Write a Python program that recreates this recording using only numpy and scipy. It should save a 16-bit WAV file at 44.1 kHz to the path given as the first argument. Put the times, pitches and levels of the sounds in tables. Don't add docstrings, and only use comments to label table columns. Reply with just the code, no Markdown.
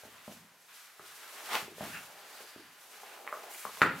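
import sys
import numpy as np
from scipy import signal
from scipy.fft import rfft, irfft
from scipy.io import wavfile

SR = 44100
rng = np.random.default_rng(int(sys.argv[2]) if len(sys.argv) > 2 else 0)


def pcm_store(signal):
    levels = np.round(np.clip(np.atleast_2d(signal), -1, 1) * 32767)
    wavfile.write(sys.argv[1], SR, levels.astype(np.int16).T)


N = 176400
T = np.arange(N) / SR
HZ = np.maximum(np.fft.rfftfreq(N, 1 / SR), 1)
SLAP_S, SLAP_DB = 3.8176, -4.5

# frequency in Hz, correlation.
COHERENCE = [(180, .999), (500, 0.93), (1500, 0.84), (4000, 0.61), (8000, 0.61), (14000, 0.73)]
# delay in seconds, gain in dB.
REFLECTIONS = [(.0049, -7.5), (0.0127, -20.5), (0.0134, -7.5), (.018, -10), (.044, -13)]
# frequency in Hz, T60 in seconds, gain in dB.
REVERBERATION = [(80, 0.67, 0.5), (208, 0.57, 4), (600, 0.29, 1.5), (1480, 0.34, 0), (3600, 0.49, -1),
                 (9400, 0.24, -0.5)]

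# frequency in Hz, gain in dB, T60 in seconds.
WALL_MODES = [(84.2, -63, 0.92), (109.3, -56.5, 0.82), (169, -60.5, 1)]
FLOOR_MODES = [(111, -43.5, .6), (164, -36, .3), (277.4, -30, 0.42), (343.6, -38, 0.42), (529, -36.5, 0.52),
               (990, -32, 0.36), (1229, -23, 0.23), (1350, -26, .28), (1375, -30, 0.55), (1443, -28, 0.43),
               (1680, -29, 0.35), (1760, -27, .25), (1858, -25.5, 0.3), (1952, -24, 0.22)]
COLLAR_MODES = [(948, -20, 0.0038), (1900, -18.5, 0.0022), (2950, -18.5, 0.0031)]
SOLE_MODES = [(178, -22.5, .04), (325, -13.5, 0.012), (500, -17.5, .015), (970, -10.5, 0.0079),
              (1370, 0, 0.0077), (1820, -15.5, 0.015), (3760, -12, .004)]

# frequency in Hz, relative spectral density in dB.
HISS_SPECTRUM = [(30, -20), (150, -6.5), (400, -4.5), (900, 1), (1500, 4.5), (4000, -6), (13000, -10),
                 (16000, -22)]
CLOTHES_SPECTRUM = [(300, -33), (1500, -8), (3000, 0), (6000, 0.5), (9000, -1.5), (12500, -1), (14500, -5),
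                    (16000, -10.5)]
RUB_SPECTRUM = [(200, -40), (600, -21), (1000, -3), (1450, -0.5), (2100, -3), (2800, -5), (4000, -10),
                (7000, -32)]
HAND_SPECTRUM = [(50, -36), (160, -22.5), (300, -7.5), (450, -1), (620, -0.5), (800, 3), (1100, -4),
                 (1800, -20.5)]
LACE_SPECTRUM = [(400, -45), (1200, -39), (2200, 3), (4000, -24), (7000, -3.5), (10000, -1), (13000, -3),
                 (16000, -6)]
TROUSER_SPECTRUM = [(1000, -22), (1400, 0), (1700, 0), (2100, -15), (4200, -9), (4800, -1), (5600, -21),
                    (9000, -35)]
CHAFE_SPECTRUM = [(500, -40), (1150, -12), (1530, 5), (1900, -3), (2300, -7), (2750, 2.5), (3500, -28)]
SLIDE_SPECTRUM = [(90, -30), (220, -8.5), (450, -0.5), (850, -8), (1200, 3.5), (1800, 2), (2700, 0),
                  (4500, -6), (9000, -23)]
CAVITY_SPECTRUM = [(400, -27.5), (700, -2), (880, -1.5), (1100, -1), (1500, -11), (2500, -27)]
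GRIT_SPECTRUM = [(1500, 2), (3500, 9.5), (6000, -1), (12000, -4.5), (16000, -16)]

# time in seconds, relative level in dB.
CLOTHES_ENVELOPE = [(0.0, -57.5), (0.21, -62.5), (0.33, -56), (0.52, -71), (0.72, -60), (0.74, -54.5),
                    (0.97, -64), (1.08, -54), (1.27, -54), (1.46, -50.5), (1.55, -41.5), (1.66, -55.5),
                    (1.73, -61), (1.85, -48.5), (2.17, -60), (2.42, -54), (2.63, -63), (2.78, -63.5),
                    (2.81, -57.5), (2.89, -59), (2.92, -55), (3.31, -62.5), (3.33, -56.5), (3.49, -59),
                    (3.51, -54.5), (3.63, -51), (3.7, -53), (3.8, -49.5), (3.9, -67), (3.91, -65),
                    (4.0, -51)]
RUB_ENVELOPE = [(0.0, -58.5), (0.362, -59), (0.452, -68), (0.678, -78), (0.686, -59), (0.888, -60.5),
                (0.988, -68), (0.996, -62), (1.016, -59), (1.45, -51), (1.72, -66.5), (1.828, -47.5),
                (1.88, -49.5), (2.04, -55), (2.052, -59.5), (2.406, -56), (2.892, -64.5), (2.898, -64),
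                (2.944, -57.5), (3.138, -53.5), (3.24, -60), (3.4, -56.5), (3.63, -54)]
HAND_ENVELOPE = [(0.0, -65), (0.19, -67.5), (0.51, -73), (0.92, -73), (1.05, -69), (1.45, -55), (1.65, -66),
                 (1.76, -67), (1.9, -56), (2.36, -60), (2.67, -71), (2.91, -62.5), (3.22, -53.5),
                 (3.34, -53.5), (3.48, -52.5), (3.72, -70), (3.79, -54)]

# start in seconds, impulse level in dB,
# pitch in Hz, bass frequency in Hz, relative bass level in dB.
THUDS = [(0.035, -40.5, 517, 110, -12), (.053, -54.5, 480, 246, 10.5), (0.2788, -36.5, 543, 207, 2),
         (0.997, -45.5, 373, 155, -10), (1.626, -49.5, 400, 160, 8), (1.68, -37.5, 352, 170, -29),
         (1.782, -36.5, 480, 200, -24), (1.8082, -28, 620, 180, -3), (1.834, -35, 283, 160, -11),
         (2.405, -41, 466, 171, -31), (2.561, -39, 300, 150, -16.5), (3.653, -39, 486, 203, -5.5)]
# start in seconds, impulse level in dB, pitch in Hz,
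# T60 in cycles, second resonance in Hz, its relative level in dB, left over right in dB.
TAPS = [(.995, -35, 1237, 9.7, 900, -13, 1), (3.033, -38, 800, 12.4, 517, -5, 0),
        (3.2677, -34, 1900, 5, 1007, 2, -1), (3.2762, -22, 1922, 7.8, 1210, -5.5, -2.5),
        (3.3265, -20.5, 1190, 11.8, 600, -11, -2), (3.547, -32.5, 2200, 11, 1200, -12, 0),
        (3.652, -18, 1086, 6.1, 500, -31, 6), (3.772, -32, 1000, 8.3, 2800, -3, 0),
        (3.8101, -23.5, 1100, 3.7, 2500, -10, 0)]


def from_db(db):
    return 10 ** (np.asarray(db) / 20)


def unit_rms(x):
    return x / np.sqrt(np.mean(x ** 2) + 1e-20)


def in_time(envelope):
    return np.interp(T, *np.transpose(envelope))


def at_hz(rows, hz):
    frequencies, *columns = np.transpose(rows)
    return [np.interp(np.log(hz), np.log(frequencies), column) for column in columns]


def soften(x, hz):
    return signal.sosfilt(signal.butter(4, min(hz, .45 * SR), fs=SR, output="sos"), x + 1e-18)


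def thin(x, hz):
    return signal.sosfilt(signal.butter(2, hz, "high", fs=SR, output="sos"), x)


def impulse(start_s, db=0):
    return (np.arange(N) == int(start_s * SR)) * from_db(db)


def ring(x, hz, t60):
    decay = from_db(-60 / (t60 * SR))
    angle = 2 * np.pi * hz / SR
    return signal.lfilter([0, np.sin(angle)], [1, -2 * decay * np.cos(angle), decay ** 2], x + 1e-18)


def radiate(x, hz, t60):
    return np.diff(ring(x, hz, t60), prepend=0) * SR / (2 * np.pi * hz)


def stereo(pair, gain):
    alike = at_hz(COHERENCE, HZ)[0]
    mid, side = rfft(pair) * gain
    return irfft(np.sqrt(1 + alike) * mid + np.sqrt(1 - alike) * side * [[1], [-1]], N)


def hiss(level_db=-64):
    colour = from_db(at_hz(HISS_SPECTRUM, HZ)[0])
    return from_db(level_db) * unit_rms(stereo(rng.standard_normal((2, N)), colour))


def room_response(build_s=0.006):
    noise = rfft(stereo(rng.standard_normal((2, N)), np.sqrt(.5)))
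    edges = np.geomspace(25, SR / 2, 15)
    tail = 0
    for low, high in zip(edges, edges[1:]):
        t60, db = at_hz(REVERBERATION, np.sqrt(low * high))
        envelope = from_db(-60 * T / t60) * (1 - np.exp(-T / build_s))
        band = irfft(noise * (HZ >= low) * (HZ < high), N) * envelope
        energy_share = 2 * (high - low) / SR
        tail = tail + from_db(db) * unit_rms(band) * np.sqrt(energy_share / N)
    early = sum(impulse(delay_s, db) for delay_s, db in REFLECTIONS)
    return (early + tail)[:, :SR]


def standing_waves(drive):
    return sum(from_db(db) * ring(drive, hz, t60) for hz, db, t60 in WALL_MODES)


def floor_ring():
    blow = impulse(SLAP_S, SLAP_DB)
    return sum((-1) ** k * from_db(db) * ring(blow, hz, t60)
               for k, (hz, db, t60) in enumerate(FLOOR_MODES))


def friction(spectrum, level_db, slips_per_s=2500, spread_db=3, smooth_share=0.77, flutter_db=1.0):
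    sizes = from_db(spread_db * np.minimum(rng.exponential(1, (2, N)), 5))
    signs = rng.choice([-1, 1], (2, N))
    slips = unit_rms(sizes * signs * (rng.random((2, N)) < slips_per_s / SR))
    fibres = np.sqrt(1 - smooth_share) * slips + np.sqrt(smooth_share) * rng.standard_normal((2, N))
    pressure_db = flutter_db * unit_rms(soften(rng.standard_normal(N), hz=22))
    coloured = stereo(fibres, from_db(at_hz(spectrum, HZ)[0]))
    return unit_rms(coloured) * from_db(level_db + pressure_db)


def swell(peak_s, width_s):
    return np.exp(-.5 * ((T - peak_s) / width_s) ** 2)


def surge_db(peak_s, rise_db_per_s, fall_db_per_s):
    return -np.maximum(rise_db_per_s * (peak_s - T), fall_db_per_s * (T - peak_s))


def rustle():
    clothes = friction(CLOTHES_SPECTRUM, in_time(CLOTHES_ENVELOPE) + 0.39)
    rubbing = friction(RUB_SPECTRUM, in_time(RUB_ENVELOPE) + 0.5)
    hands = friction(HAND_SPECTRUM, in_time(HAND_ENVELOPE) + 0.34)
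    return clothes + rubbing + hands


def trouser_swish():
    return friction(TROUSER_SPECTRUM, level_db=-59.5) * swell(peak_s=2.4, width_s=0.22)


def lace_pull(start_s=3.503, end_s=3.66, ramp_s=.015):
    drawn = np.clip(np.minimum(T - start_s, end_s - T) / ramp_s + .5, 0, 1)
    return drawn * friction(LACE_SPECTRUM, level_db=-50)


def heel_chafe():
    return friction(CHAFE_SPECTRUM, level_db=-44.5) * swell(peak_s=1.955, width_s=0.031)


def foot_slide():
    return friction(SLIDE_SPECTRUM, -31.5 + surge_db(1.556, rise_db_per_s=208, fall_db_per_s=236))


def heel_entry(snap_s=1.554):
    cavity = friction(CAVITY_SPECTRUM, -32.5 + surge_db(snap_s, rise_db_per_s=284, fall_db_per_s=550))
    collar = sum(from_db(db) * radiate(impulse(snap_s), hz, t60) for hz, db, t60 in COLLAR_MODES)
    return cavity + soften(collar, hz=6400)


def thuds(ring_cycles=9, bass_cycles=4.6):
    out = 0
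    for start_s, level_db, hz, bass_hz, bass_db in THUDS:
        blow = impulse(start_s, level_db)
        knock = radiate(blow, hz, ring_cycles / hz)
        bass = from_db(bass_db) * radiate(blow, bass_hz, bass_cycles / bass_hz)
        out = out + knock + bass
    return soften(out, hz=1150)


def taps(cutoff_ratio=1.31):
    out = 0
    for start_s, level_db, hz, cycles, second_hz, second_db, pan_db in TAPS:
        blow = impulse(start_s, level_db)
        first = radiate(blow, hz, cycles / hz)
        second = from_db(second_db) * radiate(blow, second_hz, cycles / second_hz)
        tap = soften(first + second, cutoff_ratio * max(hz, second_hz))
        out = out + tap * from_db([[pan_db / 2], [-pan_db / 2]])
    return thin(out, hz=400)


def sole_slap(grit_t60_s=0.057):
    blow = impulse(SLAP_S, SLAP_DB)
    body = sum(from_db(db) * radiate(blow, hz, t60) for hz, db, t60 in SOLE_MODES)
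    grit_db = -31 - 60 * np.abs(T - SLAP_S) / grit_t60_s
    grit = (T >= SLAP_S) * friction(GRIT_SPECTRUM, grit_db)
    return (grit - soften(body, hz=3055)) * from_db([[-.5], [.5]])


def scene():
    slap, bumps = sole_slap(), thuds()
    rubbing = rustle() + foot_slide() + lace_pull() + heel_entry() + heel_chafe() + trouser_swish()
    # source, gain into the room in dB.
    sources = [(rubbing, -9.5), (bumps, -2.5), (taps(), -4), (slap, -1.5)]
    direct = sum(sound for sound, _ in sources)
    into_room = sum(sound * from_db(db) for sound, db in sources).mean(axis=0, keepdims=True)
    reverberation = signal.fftconvolve(into_room, room_response(), axes=1)[:, :N]
    return hiss() + reverberation + standing_waves(bumps) + floor_ring() + direct


def record(dry, low_cut_hz=75, high_cut_hz=15800):
    low_pass = signal.ellip(12, .1, 80, high_cut_hz, fs=SR, output="sos")
    return signal.sosfilt(low_pass, thin(dry, low_cut_hz))


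dry = scene()
out = record(dry)
pcm_store(out)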